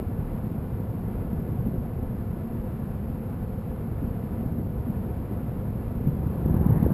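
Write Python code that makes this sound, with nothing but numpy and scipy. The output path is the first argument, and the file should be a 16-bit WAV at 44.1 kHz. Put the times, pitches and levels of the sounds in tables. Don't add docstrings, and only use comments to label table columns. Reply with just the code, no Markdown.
import sys
import numpy as np
from scipy import signal
from scipy.fft import rfft, irfft, next_fast_len
from scipy.io import wavfile
from scipy.ndimage import uniform_filter1d

SR = 44100
rng = np.random.default_rng(int(sys.argv[2]) if len(sys.argv) > 2 else 0)


def int16_out(signal):
    q = np.round(np.clip(np.atleast_2d(signal).T, -1, 1) * 32767)
    wavfile.write(sys.argv[1], SR, q.astype(np.int16))


def makeup_ratio(level_db):
    decades = np.asarray(level_db, float) / 20
    return 10 ** decades


N = 305613

# time [s], roar level [dB], whistle pitch [Hz].
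GUST_ROWS = [
    (6.0, -65, 1006),
    (6.3, -50.5, 1110),
    (6.45, -51.5, 1250),
    (6.52, -48.5, 1480),
    (6.7, -43, 1480),
    (6.77, -44, 1797),
    (6.83, -40, 1900),
    (6.87, -46.5, 1500),
    (6.93, -45, 1367),
]


def rms_one(x):
    return x / np.sqrt(np.mean(x ** 2) + 1e-20)


def in_time(rows):
    s, *columns = np.transpose(rows)
    return [np.interp(np.arange(N) / SR, s, c) for c in columns]


def drift(rate_hz):
    step = 20
    r = np.exp(-2 * np.pi * rate_hz * step / SR)
    noise = rng.standard_normal(N // step + 2002)
    slow = signal.lfilter([1], [1, -2 * r, r * r], noise)[2000:]
    return np.interp(np.arange(N) / step, np.arange(len(slow)), rms_one(slow))


def band(x, low_hz, high_hz):
    return signal.sosfilt(signal.butter(2, [low_hz, high_hz], "band", fs=SR, output="sos"), x)


def coloured(x, spectrum):
    size = next_fast_len(N)
    hz = np.maximum(np.arange(size // 2 + 1) * SR / size, 1)
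    points = np.array(spectrum)
    gain_db = np.interp(np.log(hz), np.log(points[:, 0]), points[:, 1], left=-60, right=-120)
    return rms_one(irfft(rfft(x, size) * makeup_ratio(gain_db), size)[:N])


def resonate(x, modes):
    out = x.copy()
    for hz, width_hz, level_db in modes:
        r = np.exp(-np.pi * width_hz / SR)
        zeros = (1 - r * r) / 2 * np.array([1, 0, -1])
        poles = [1, -2 * r * np.cos(2 * np.pi * hz / SR), r * r]
        out += makeup_ratio(level_db) * signal.lfilter(zeros, poles, x)
    return out


def even(x, window_s):
    window = round(window_s * SR)
    power = uniform_filter1d(uniform_filter1d(x ** 2, window), window)
    return rms_one(x / np.sqrt(power + 1e-9))


def wind_db():
    # time [s], strength [dB].
    strength = [(0.0, -28.5), (0.25, -32), (1.19, -31), (1.68, -25.5), (1.85, -31.5), (3.82, -35),
                (4.07, -26), (4.21, -34), (4.53, -28.5), (5.88, -30.5), (6.06, -26), (6.08, -27),
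                (6.12, -27), (6.44, -25.5), (6.46, -19.5), (6.87, -20.5), (6.89, -21.5), (6.93, -20)]
    calm_db = -31
    return in_time(strength)[0] - calm_db


def wind(lump_db, suck, buffet_db, rush_db):
    # frequency [Hz], density [dB per Hz].
    buffet_spectrum = [(12, -48), (20, -14), (47, -4.5), (75, -0.5), (114, -3.5), (240, -11), (309, -16),
                       (404, -19), (468, -29.5), (700, -46), (910, -64), (1540, -120)]
    buffet_follows, rush_follows = 1.106, 0.51
    thinning_per_db = 0.033
    strength_db = wind_db()

    lumps_db = lump_db * (0.18 * drift(17.0) + 1.25 * drift(55))
    low = rms_one(coloured(rng.standard_normal(N), buffet_spectrum) * makeup_ratio(lumps_db))
    low = even(band(low - suck * low ** 2, 45, 900), window_s=0.12)
    deep = signal.sosfiltfilt(signal.butter(2, 90, fs=SR, output="sos"), low)
    low = low - np.clip(thinning_per_db * strength_db, 0, 1) * deep

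    rush = band(rng.standard_normal(N), 243, 595) * makeup_ratio(0.8 * lumps_db)
    rush = even(rush, window_s=0.074)

    low_gain = makeup_ratio(buffet_follows * strength_db + buffet_db)
    rush_gain = makeup_ratio(rush_follows * strength_db + rush_db)
    port = signal.butter(4, 900, fs=SR, output="sos")
    return signal.sosfilt(port, low_gain * low + rush_gain * rush)


def small_slaps(count):
    level_db, pitch_hz, length_cycles = -22, 125, 0.6
    follows = 0.3
    draw = rng.random((count, 4))
    s = (np.arange(count) + draw[:, 0]) * N / SR / count
    peak_db = level_db + follows * wind_db()[(s * SR).astype(int)] + 5 * (draw[:, 1] - 0.5)
    hz = pitch_hz * 2 ** (draw[:, 2] - 0.5)
    cycles = length_cycles * (0.5 + draw[:, 3])
    return list(zip(s, peak_db, hz, cycles))


def slaps(level_db):
    # time [s], peak [dB], pitch [Hz], length [cycles].
    large_eddies = [(0.071, -17, 81, 0.6), (0.352, -13.5, 115, 0.38), (0.517, -16, 164, 0.37),
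                    (0.746, -15, 93.5, 0.5), (0.802, -15.5, 211, 0.31), (0.953, -17.5, 193, 0.83),
                    (1.332, -13, 180, 0.49), (1.595, -15.5, 111, 0.73), (1.686, -12.5, 173, 0.41),
                    (1.783, -11, 77, 0.17), (2.307, -16, 112, 0.56), (3.101, -14.5, 140, 0.34),
                    (4.05, -12.5, 108, 0.21), (4.462, -11.5, 151, 0.37), (4.903, -14, 180, 0.87),
                    (5.336, -18, 131, 0.4), (6.074, -6.5, 155, 0.47), (6.088, -9.5, 133, 0.63),
                    (6.267, -10, 131, 0.45), (6.479, -13, 169, 0.95), (6.511, -8, 127, 0.5),
                    (6.544, -6, 163, 0.41), (6.613, -8.5, 171, 0.54), (6.665, -4, 168, 0.53),
                    (6.698, -6.5, 137, 0.63), (6.724, -7, 110, 1), (6.773, -8.5, 148, 0.63),
                    (6.83, -6, 172, 0.46), (6.865, -3.5, 220, 0.24), (6.92, -9, 171, 0.81)]
    half = 1500
    t = np.arange(-half, half) / SR
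    out = np.zeros((2, N + 4000))
    for s, peak_db, hz, cycles in [*large_eddies, *small_slaps(count=30)]:
        shape = np.exp(-(t * hz / max(cycles, 0.2)) ** 2)
        dip = -makeup_ratio(peak_db + level_db) * np.cos(2 * np.pi * hz * t) * shape
        start = round(s * SR)
        out[:, start:start + len(t)] += [dip, shape]
    dips, cover = out[:, half:half + N]
    dips = signal.sosfilt(signal.butter(1, 25, "high", fs=SR, output="sos"), dips)
    return dips, np.tanh(1.5 * cover)


def gust(width_hz, flutter_db):
    roar_db, whistle_hz = in_time(GUST_ROWS)
    whistle_db = -58 + 0.48 * (roar_db + 50)
    roar = rms_one(band(band(rng.standard_normal(N), 600, 1140), 600, 1140))
    narrow = signal.butter(2, width_hz, fs=SR, output="sos")
    breath = signal.sosfilt(narrow, rng.standard_normal((2, N)))
    phase = 2 * np.pi * np.cumsum(whistle_hz) / SR
    whistle = rms_one(breath[0] * np.cos(phase) + breath[1] * np.sin(phase))
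    return makeup_ratio(flutter_db * drift(35)) * (makeup_ratio(roar_db) * roar + makeup_ratio(whistle_db) * whistle)


def spray(low_hz, high_hz, flutter_db):
    roar_db = in_time(GUST_ROWS)[0]
    level_db = -76.5 + 1.04 * (roar_db + 48.5)
    hiss = rms_one(band(rng.standard_normal(N), low_hz, high_hz))
    return makeup_ratio(level_db + flutter_db * drift(30)) * hiss


def jolts():
    # time [s], peak [dB].
    ruts = [(0.30, -36), (1.14, -35.5), (2.07, -38), (2.35, -39), (2.61, -42), (3.47, -37), (4.05, -39),
            (4.34, -47), (5.85, -35), (6.12, -51), (6.58, -44)]
    shake_db, rise_db_per_s, fall_db_per_s = -50, 69, 61
    t = np.arange(N) / SR
    power = makeup_ratio(shake_db) ** 2
    for s, peak_db in ruts:
        slope = np.where(t < s, rise_db_per_s, fall_db_per_s)
        power = power + makeup_ratio(peak_db - slope * np.abs(t - s)) ** 2
    return np.sqrt(power)


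def tyre(per_s, grain_db, crunch_db, turn_db, tread_db):
    # frequency [Hz], density [dB per Hz].
    roll_spectrum = [(14, -36), (32, -9.5), (60, -3.5), (105, -3), (230, -4.5), (310, -19), (480, -16.5),
                     (600, -29.5), (800, -27.5), (1150, -32), (1620, -40), (2700, -46), (3800, -55),
                     (5800, -61)]
    # pitch [Hz], width [Hz], level [dB].
    case_modes = [(108, 10.8, -2.5), (224, 30, -10), (516.6, 10.6, 6), (672, 58, 0), (720, 39, 0.5),
                  (940, 71, -5.5), (1087, 48, -11), (1313, 14, 0), (1456, 140, -3.5), (1715, 31, 1),
                  (2016, 83, -8), (2370, 400, -15)]
    wheel_hz, tread_hz = 2.3, 10.9
    t = np.arange(N) / SR
    level_db = -31.5 + 0.077 * wind_db()

    born = rng.random(N) < per_s * makeup_ratio(3 * drift(9)) / SR
    sizes = makeup_ratio(grain_db * np.minimum(rng.exponential(1, N), 4)) * rng.choice([-1, 1], N)
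    turn_swell_db = turn_db * np.sin(2 * np.pi * wheel_hz * t)
    tread_swell_db = tread_db * np.sin(2 * np.pi * tread_hz * t + 1.1 * drift(0.88))

    push = rng.standard_normal(N) + makeup_ratio(crunch_db) * rms_one(born * sizes)
    rolling = even(resonate(coloured(push, roll_spectrum), case_modes), window_s=0.15)
    shake = rms_one(band(rng.standard_normal(N), 26, 44))
    return makeup_ratio(level_db + turn_swell_db + tread_swell_db) * rolling + jolts() * shake


def scene():
    road = tyre(per_s=900, grain_db=5.0, crunch_db=-9.5, turn_db=-0.06, tread_db=0.5)
    bed = road + wind(lump_db=2.5, suck=0.055, buffet_db=-33.5, rush_db=-47)
    edge = gust(width_hz=280, flutter_db=1.0)
    dips, cover = slaps(level_db=-3.13)
    snow = spray(low_hz=1900, high_hz=4200, flutter_db=4.0)
    low = signal.sosfiltfilt(signal.butter(2, 350, fs=SR, output="sos"), bed)
    return (bed - 0.75 * cover * low + dips + edge + snow)[None]


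def top_cut(x):
    return signal.sosfilt(signal.butter(12, 15180, fs=SR, output="sos"), x)


def record(dry):
    rate_hz, edge_hz = 12000, 5250
    hiss = makeup_ratio(-66.0) * rng.standard_normal(dry.shape)
    x = signal.sosfilt(signal.cheby1(6, 0.4, edge_hz, fs=SR, output="sos"), dry + hiss)
    x = np.pad(x, ((0, 0), (0, SR // 10)))
    slow = signal.resample(x, round(x.shape[1] * rate_hz / SR), axis=1)
    held = signal.resample(np.repeat(slow, 4, axis=1), x.shape[1], axis=1)[:, :N]
    held = signal.sosfilt(signal.butter(12, 15200, fs=SR, output="sos"), held)
    return top_cut(held)


dry = scene()
out = record(dry)
int16_out(out)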